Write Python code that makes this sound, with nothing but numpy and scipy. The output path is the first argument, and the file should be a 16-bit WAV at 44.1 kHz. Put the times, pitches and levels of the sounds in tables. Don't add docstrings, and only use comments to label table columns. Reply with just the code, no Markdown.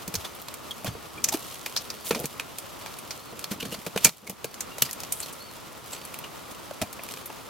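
import sys
import numpy as np
from scipy import signal
from scipy.fft import rfft, irfft, next_fast_len
from scipy.io import wavfile
from scipy.ndimage import uniform_filter1d

SR = 44100
rng = np.random.default_rng(int(sys.argv[2]) if len(sys.argv) > 2 else 0)


def transcribe(u):
    v = np.clip(np.atleast_2d(u).T, -1, 1)
    q = np.round(v * 32767).astype(np.int16)
    wavfile.write(sys.argv[1], SR, q)


N = 330309

# (f/Hz, side minus mid/dB)
CLIMBER_WIDTH = [(300, -18), (2400, -19), (5000, -4.5), (8000, -4), (14000, -1)]


def amp(db):
    return 10 ** (np.asarray(db) / 20)


def evened(x):
    return x / np.sqrt(np.mean(x ** 2) + 1e-20)


def read(points, hz):
    f, value = np.transpose(points)
    return np.interp(np.log(hz + 1), np.log(f), value)


def add(mix, s, sound):
    part = mix[..., max(round(s * SR), 0):][..., :sound.shape[-1]]
    part += sound[..., :part.shape[-1]]


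def blow(x, db):
    energy = np.sum(x ** 2, -1, keepdims=True)
    return amp(db) * x / np.sqrt(energy / (SR / 100) + 1e-20)


def causal(db):
    cepstrum = irfft(np.log(amp(db)))
    half = len(cepstrum) // 2
    cepstrum[1:half] *= 2
    cepstrum[half + 1:] = 0
    return np.exp(rfft(cepstrum))


def spread(pair, width):
    size = pair.shape[-1]
    mid, side = rfft(pair)
    share = amp(read(width, np.fft.rfftfreq(size, 1 / SR)))
    left_right = np.array([mid + share * side, mid - share * side])
    return irfft(left_right / np.sqrt(1 + share ** 2), size)


def tinted(x, colour):
    size = next_fast_len(N)
    gain = amp(read(colour, np.fft.rfftfreq(size, 1 / SR)))
    return irfft(rfft(x, size) * gain, size)


def wander(per_s):
    knots = rng.standard_normal(N // 16)
    return evened(np.interp(np.arange(N) * per_s / SR, np.arange(len(knots)), knots))


def valley(level_db=-43, swell_db=-0.5, flicker_db=1.0):
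    # (f/Hz, level per Hz/dB)
    rush_colour = [(15, -30), (40, -11), (120, 1.5), (300, 0.5), (550, -0.5), (770, -3), (1150, -0.5),
                   (1400, -3), (1530, -9), (2400, -10), (4200, -13.5), (9000, -18.5), (12000, -20),
                   (16000, -22.5)]
    # (f/Hz, side minus mid/dB)
    rush_width = [(60, -19), (110, 1.5), (200, 1.5), (380, 1), (700, -2.5), (1290, -3), (2380, -5),
                  (4400, -6), (8120, -2), (15000, -2.5)]
    rush = spread(tinted(rng.standard_normal((2, N)), rush_colour), rush_width)[:, :N]
    return evened(rush) * amp(level_db + swell_db * wander(3.08) + flicker_db * wander(35))


def movement(rest_db=-51.5, rise_s=0.047, release_s=0.11):
    # (start t/s, hold length/s, level/dB)
    moves = [(0.162, 0.052, -45.5), (1.27, 0.29, -44), (1.68, 0.14, -44), (2.067, 0.13, -39.5),
             (2.547, 0.62, -50), (3.616, 0.2, -47), (4.035, 0.024, -35.5), (4.826, 0.16, -46.5),
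             (5.152, 0.078, -43), (5.542, 0.016, -52), (5.893, 0.071, -46), (7.097, 0.025, -43.5)]
    t = np.arange(N) / SR
    power = amp(rest_db) ** 2
    for s, length, db in moves:
        swell = np.minimum(t - s, 0) / rise_s
        release = np.maximum(t - s - length, 0) / release_s
        power = power + (amp(db) * np.exp(swell - release)) ** 2
    return np.sqrt(power)


def rubbing(trim_db=-1, flutter_db=2, grains_per_s=260, grain_spread_db=3.5, grain_share=0.96, grain_s=0.0027):
    # (f/Hz, level per Hz/dB)
    rub_colour = [(200, -12), (600, 5.5), (1500, -9), (3000, 5), (5000, 1.5), (7000, 0), (10000, -0.5),
                  (13000, 3), (16000, -7.5)]
    grain_db = grain_spread_db * np.minimum(rng.exponential(1, N), 3)
    grains = amp(grain_db) * (rng.random(N) < grains_per_s / SR)
    snaps = signal.lfilter([1], [1, -np.exp(-1 / (grain_s * SR))], grains)
    hiss, grit = rng.standard_normal((2, 2, N))
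    force = hiss + grain_share * evened(grit * snaps)
    force *= amp(flutter_db * wander(70))
    sound = evened(spread(tinted(force, rub_colour), CLIMBER_WIDTH)[:, :N])
    return sound * amp(trim_db) * movement()


def loose_grit(trim_db=-3, ticks_per_s=26, spread_db=2, tick_s=0.0011,
               low_hz=2500, high_hz=13000, octaves=.7, size=1024):
    out, effort = np.zeros((2, N)), movement()
    t, hz = np.arange(size) / SR, np.fft.rfftfreq(size, 1 / SR) + 1
    chance, strength, pitch = rng.random(N), rng.standard_normal(N), rng.random(N)
    noise = rng.standard_normal((2, N + size))
    for at in np.flatnonzero(chance < ticks_per_s / SR):
        centre_hz = low_hz * (high_hz / low_hz) ** pitch[at]
        colour = -10 * np.log10(1 + (np.log2(hz / centre_hz) / octaves) ** 2)
        burst = noise[:, at:at + size] * np.exp(-t / tick_s)
        tick = spread(irfft(rfft(burst) * causal(colour)), CLIMBER_WIDTH)
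        add(out, at / SR, effort[at] * blow(tick, trim_db + spread_db * strength[at]))
    return out


def contacts(bite_skid_s=0.0022, bite_skid_db=-17.5, skid_share=0.67,
             bar_hz=2470, bar_db=2.5, point_hz=4630, point_db=2.5):
    # (t/s, level over 10 ms/dB, crunch decay/s, tilt/dB per octave, broad ring f/Hz, ring height/dB)
    bites = [(0.078, -33.5, 0.0056, 3.5, 5440, 5), (0.141, -29, 0.0039, 2, 5600, 3),
             (0.153, -25, 0.0047, 0.5, 5300, 10.5), (0.3507, -43, 0.0014, 2, 11600, 15),
             (0.417, -41.5, 0.0024, 14, 10000, 3), (0.4844, -36.5, 0.0028, 0, 4400, 10),
             (0.541, -37, 0.0021, 2.5, 7300, 3), (0.8455, -31.5, 0.00055, 2.5, 620, 25),
             (1.242, -17, 0.0033, 1.5, 6160, 13.5), (1.2872, -22.5, 0.0062, 0, 6440, 13),
             (1.6613, -28.5, 0.0049, -2, 2290, 5.5), (1.7644, -23, 0.00082, -0.5, 4180, 15.5),
             (1.7736, -25, .001, 0, 5270, 20.5), (1.902, -30.5, 0.005, -1.5, 5170, 15),
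             (2.1078, -23, 0.013, -4, 560, -10), (2.1483, -28, 0.00042, -3.5, 5200, 6),
             (2.2, -33.5, .001, 4, 11800, 6), (2.2565, -29, 0.0013, 4.5, 6100, 4),
             (2.398, -27, 0.00076, -3.5, 2160, 6), (2.585, -31.5, 0.0011, 1, 10100, 4),
             (2.8612, -35, 0.00041, -4, 4000, 2), (2.987, -37.5, 0.007, -0.5, 10750, 8),
             (3.1083, -30.5, 0.00045, -1.5, 5160, 10.5), (3.393, -36, .002, 1, 9400, 4),
             (3.4419, -29.5, 0.0028, -0.5, 4400, 9.5), (3.6274, -33.5, 0.003, -3.5, 3400, 9),
             (3.8645, -31, 0.0081, -2, 680, 6), (3.9615, -30, 0.0036, -3.5, 600, 4),
             (3.9752, -25.5, 0.0051, -2, 3300, 5), (4.0478, 4.5, 0.0025, 3, 6500, 9.5),
             (4.2972, -24.5, 0.0002, 1.5, 680, 13), (4.4435, -26, 0.0064, -.2, 600, 3),
             (4.5427, -37, 0.0012, 0, 6100, 9), (4.607, -26.5, 0.00078, 0, 6660, 9),
             (4.783, -33, 0.0033, 0.5, 586, 18), (4.911, -33.5, .001, 4, 5300, 10),
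             (4.9304, -32, 0.0033, 3, 8000, 5), (5.0035, -35.5, 0.00091, 1.5, 5500, 6),
             (5.0352, -34, 0.0016, -1, 5600, 7), (5.1235, -22.5, .0013, 4, 8700, 8),
             (5.203, -30.5, 0.00056, -2, 8600, 20), (6.052, -37, .001, 0, 12000, 5),
             (6.1425, -36, 0.0017, 1, 2960, 6), (6.1884, -36, 0.0028, -1, 13000, 10),
             (6.7099, -34, 0.0037, -4, 576, 13), (6.8154, -23.5, 0.0098, -1.5, 684, 15),
             (6.9287, -37.5, .006, 2.5, 700, 8), (6.9939, -38, 0.00056, -9.5, 2200, 9),
             (7.0355, -37, .004, 3, 12500, 5), (7.0883, -38, .001, -1, 3700, 4),
             (7.1387, -37.5, 0.0021, -2, 3200, 3), (7.173, -40, 0.0022, -1.5, 3400, 4),
             (7.258, -34.5, 0.009, 4, 11500, 8)]
    # (peak t/s, level over 10 ms/dB, fade/s, tilt/dB per octave, squeal f/Hz, height before focus/dB)
    scratches = [(0.252, -32, 0.011, -2, 3490, 10), (0.7127, -33.5, 0.0064, 2.5, 3270, 20),
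                 (0.87, -28.5, 0.016, -3, 3260, 5), (1.3282, -28, 0.0093, 1, 4000, -3),
                 (1.3437, -27, 0.0094, -0.5, 6500, -12), (2.1578, -34, 0.015, -2.5, 3120, 2),
                 (2.244, -37, .006, -2.5, 4450, 6), (3.519, -29.5, 0.013, -1, 3300, -4),
                 (3.606, -31, 0.0067, 0, 2890, 18), (3.6563, -36, .009, -1.5, 3100, 4),
                 (3.7264, -32.5, .014, 0, 2880, 12), (3.7457, -34, 0.0088, -3.5, 4600, 5),
                 (4.0546, -3.5, 0.004, -1.2, 2350, 6), (4.0698, -10.5, 0.0095, -1, 2390, 8),
                 (4.0925, -20.5, 0.0055, -2, 4300, 0), (4.2756, -29, 0.0092, -0.5, 2260, 13),
                 (4.8231, -14.5, .0033, 2.5, 2880, 9), (4.8586, -32, 0.012, 0, 4870, 7),
                 (5.2318, -33.5, 0.01, 2, 4400, 11), (5.9354, -31.5, 0.016, -1.7, 7750, 9),
                 (6.2443, -39.5, 0.0076, -1.5, 2820, 18), (7.303, -38, 0.008, -9.5, 2800, 6)]
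    for s, db, crunch, tilt, ring_hz, ring_db in bites:
        yield s, db, bite_skid_s, bite_skid_db, crunch, tilt, ring_hz, ring_db, bar_hz, bar_db
    for s, db, fade, tilt, squeal_hz, squeal_db in scratches:
        yield s, db, skid_share * fade, 0, fade, tilt, point_hz, point_db, squeal_hz, squeal_db


def frame_ring(hz, width_hz=90):
    # (f/Hz, level over the plain click/dB)
    steel_modes = [(2385, -10), (4338, -5.5), (6058, -8), (6582, -10), (6911, -12), (8720, -35),
                   (8919, -13), (11005, -9), (11980, -5), (12720, 4), (14031, -17)]
    return 1 + sum(amp(db) / (1 + 2j * (hz - mode_hz) / width_hz) for mode_hz, db in steel_modes)


def ring(hz, centre_hz, height_db, focus_db=2.5, octaves=.095):
    skirt = (1 + (np.log2(hz / centre_hz) / octaves) ** 2) ** 2
    return 10 * np.log10(1 + amp(height_db + focus_db) ** 2 / skirt)


def crampons(scatter_db=-11, scatter_s=0.0097, far_db=-25, far_s=0.02, broad_octaves=0.34,
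             grit_db=3, direct_side_db=-2, scatter_side_db=3, size=8192):
    out = np.zeros((2, N))
    hz = np.fft.rfftfreq(size, 1 / SR) + 10
    t = (np.arange(size) - size // 8) / SR
    after, steel = np.maximum(t, 0), frame_ring(hz)
    echo = np.hypot(amp(scatter_db) * np.exp(-after / scatter_s), amp(far_db) * np.exp(-after / far_s))
    for s, db, skid, skid_db, crunch, tilt, broad_hz, broad_db, narrow_hz, narrow_db in contacts():
        contact, scatter, grit = rng.standard_normal((3, 2, size))
        onset = np.where(t < 0, amp(skid_db) * np.exp(-(t / max(skid, 1 / SR)) ** 2), 1)
        roughness = amp(grit_db * evened(uniform_filter1d(grit[0], size=24)))
        contact *= onset * np.exp(-after / max(crunch, 1 / SR)) * roughness
        scatter *= onset * echo
        force = contact * amp([[0], [direct_side_db]]) + scatter * amp([[0], [scatter_side_db]])
        colour = tilt * np.log2(np.maximum(hz, 600) / 4000)
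        colour += broad_db * np.exp(-.5 * (np.log2(hz / broad_hz) / broad_octaves) ** 2)
        colour += ring(hz, narrow_hz, narrow_db)
        colour -= 10 * np.log10(1 + (480 / hz) ** 4 + (hz / 15000) ** 20)
        sound = irfft(rfft(force) * steel * causal(colour))
        add(out, s + t[0], blow(spread(sound, CLIMBER_WIDTH), db))
    return out


def boots(thump_cycles=2.22, knock_cycles=2.9, knock_hz=458, rise_s=0.0011, rattle=0.5, side_db=-14, size=6000):
    # (t/s, heel thump level/dB, thump f/Hz, sole knock level/dB)
    steps = [(0.078, -33, 185, -45), (0.141, -34, 181, -36.5), (0.163, -34, 90.5, -53),
             (0.845, -32.5, 195, -40), (0.877, -27.5, 118, -42), (0.951, -46, 106, -38),
             (1.344, -23.5, 320, -33.5), (2.108, -30.5, 192, -20), (2.127, -32, 190, -35),
             (2.158, -31, 228, -45), (2.201, -36, 150, -34), (2.241, -33.5, 144, -32.5),
             (3.327, -41.5, 223, -41), (3.513, -27.5, 208, -41), (3.628, -35, 172, -37),
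             (3.655, -35, 191, -45), (3.724, -36, 229, -35), (3.865, -34, 174, -32.5),
             (3.9595, -29, 189, -27), (4.049, -12.5, 156, -16.5), (4.072, -21, 167, -23.5),
             (4.296, -28.5, 190, -35), (4.445, -38, 138, -27), (4.821, -32.5, 134, -34.5),
             (6.816, -28.5, 205, -39)]
    out, t = np.zeros((2, N)), np.arange(size) / SR
    for s, heel_db, heel_hz, sole_db in steps:
        for db, hz, cycles in (heel_db, heel_hz, thump_cycles), (sole_db, knock_hz, knock_cycles):
            band = signal.butter(2, [hz * 0.56, hz * 1.58], "band", fs=SR)
            settle, side = evened(signal.lfilter(*band, rng.standard_normal((2, size))))
            mid = np.sin(2 * np.pi * hz * t) + rattle * settle
            pair = mid + amp(side_db) * np.array([side, -side])
            envelope = (1 - np.exp(-t / rise_s)) * np.exp(-t * hz / cycles)
            add(out, s, blow(pair * envelope, db))
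    return out


def carabiners(rise_s=0.00066, partner_db=-13, partner_ratio=1.37, skew=0.23, size=16000):
    # (t/s, main mode level before its envelope/dB, f/Hz, t60/s)
    chimes = [(.25, -50, 6070, .27), (.708, -27, 3250, 0.05), (.71, -50, 6500, 0.23), (.88, -53, 6200, .3),
              (1.179, -32.5, 2380, 0.057), (3.604, -36, 2920, .07), (4.715, -44, 2800, 0.21),
              (4.89, -35, 1890, 0.055), (5.23, -28.5, 4240, 0.06), (6.24, -35.5, 2860, .1)]
    out, t = np.zeros((2, N)), np.arange(size) / SR
    for s, db, hz, t60 in chimes:
        phase = skew * rng.standard_normal((2, 1))
        modes = np.sin(2 * np.pi * hz * t + phase)
        modes = modes + amp(partner_db) * np.sin(2 * np.pi * hz * partner_ratio * t - phase)
        envelope = (1 - np.exp(-t / rise_s)) * np.exp(-np.log(1000) * t / t60)
        add(out, s, amp(db) * modes * envelope)
    return out


def bird(waver_hz=35, fading_db=3, droop_hz_per_s=3300):
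    # (t/s, length/s, top f/Hz, RMS level/dB)
    whistles = [(.86, .11, 4700, -60), (1.94, .15, 4600, -61), (2.79, .15, 4650, -60),
                (3.16, .18, 4480, -60), (3.6, .16, 4420, -58), (4.42, .15, 4580, -58),
                (5.378, .16, 4470, -52), (5.93, .16, 4620, -58)]
    out, waver, fading = np.zeros(N), waver_hz * wander(400), amp(fading_db * wander(110))
    for s, length, top_hz, db in whistles:
        u = np.linspace(-1, 1, int(length * SR))
        now = int(s * SR) + np.arange(len(u))
        hz = top_hz - droop_hz_per_s * length * u ** 2 + waver[now]
        shape = np.cos(np.pi / 2 * u) ** .5
        whistle = np.sin(2 * np.pi * np.cumsum(hz) / SR) * shape * fading[now]
        add(out, s, amp(db) * evened(whistle))
    return out


def drags(judder_db=2.0, judder_per_s=350, fade=0.15):
    # (t/s, length/s, RMS level/dB, centre f/Hz, width/octaves)
    slides = [(0.876, 0.083, -45, 124, 0.57), (1.143, 0.23, -48.5, 184, 1),
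              (1.322, 0.024, -33.5, 820, 0.25), (2.045, 0.059, -35, 11400, 0.82),
              (2.158, .08, -38.5, 480, .45), (3.51, .3, -47, 160, 1), (4.213, 0.13, -43, 258, 0.96),
              (5.146, 0.076, -44, 9800, 0.41), (5.326, .013, -40.5, 9500, 0.52), (6.509, .02, -46, 9000, 1),
              (6.813, 0.031, -39.5, 75, .5)]
    out, judder = np.zeros((2, N)), amp(judder_db * wander(judder_per_s))
    for s, length, db, centre_hz, octaves in slides:
        size = int(length * SR)
        hz = np.fft.rfftfreq(size, 1 / SR) + 1
        slips = rng.standard_normal((2, size)) * judder[int(s * SR):][:size]
        colour = np.exp(-.5 * (np.log2(hz / centre_hz) / octaves) ** 2)
        band = irfft(rfft(slips) * colour, size)
        slide = spread(band, CLIMBER_WIDTH) * signal.windows.tukey(size, fade)
        add(out, s, amp(db) * evened(slide))
    return out


def scene(right_db=0.25):
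    climber = rubbing() + loose_grit() + crampons() + boots() + carabiners() + drags()
    return valley() + climber * amp([[-right_db], [right_db]]) + bird()


def record(dry, limit_db=-4.0, recovery_db_per_s=22, edge_hz=16100):
    power_db = 10 * np.log10(abs(uniform_filter1d((dry ** 2).mean(0), size=90)) + 1e-12)
    fall = np.arange(N) / SR * recovery_db_per_s
    held_db = np.maximum.accumulate(power_db + fall) - fall
    over_db = np.maximum(held_db - limit_db, 0)
    limited = np.clip(dry / amp(over_db), -1, 1)
    low_pass = signal.firwin(511, edge_hz, window=("kaiser", 9), fs=SR)
    return signal.oaconvolve(limited, low_pass[None], "same")


dry = scene()
out = record(dry)
transcribe(out)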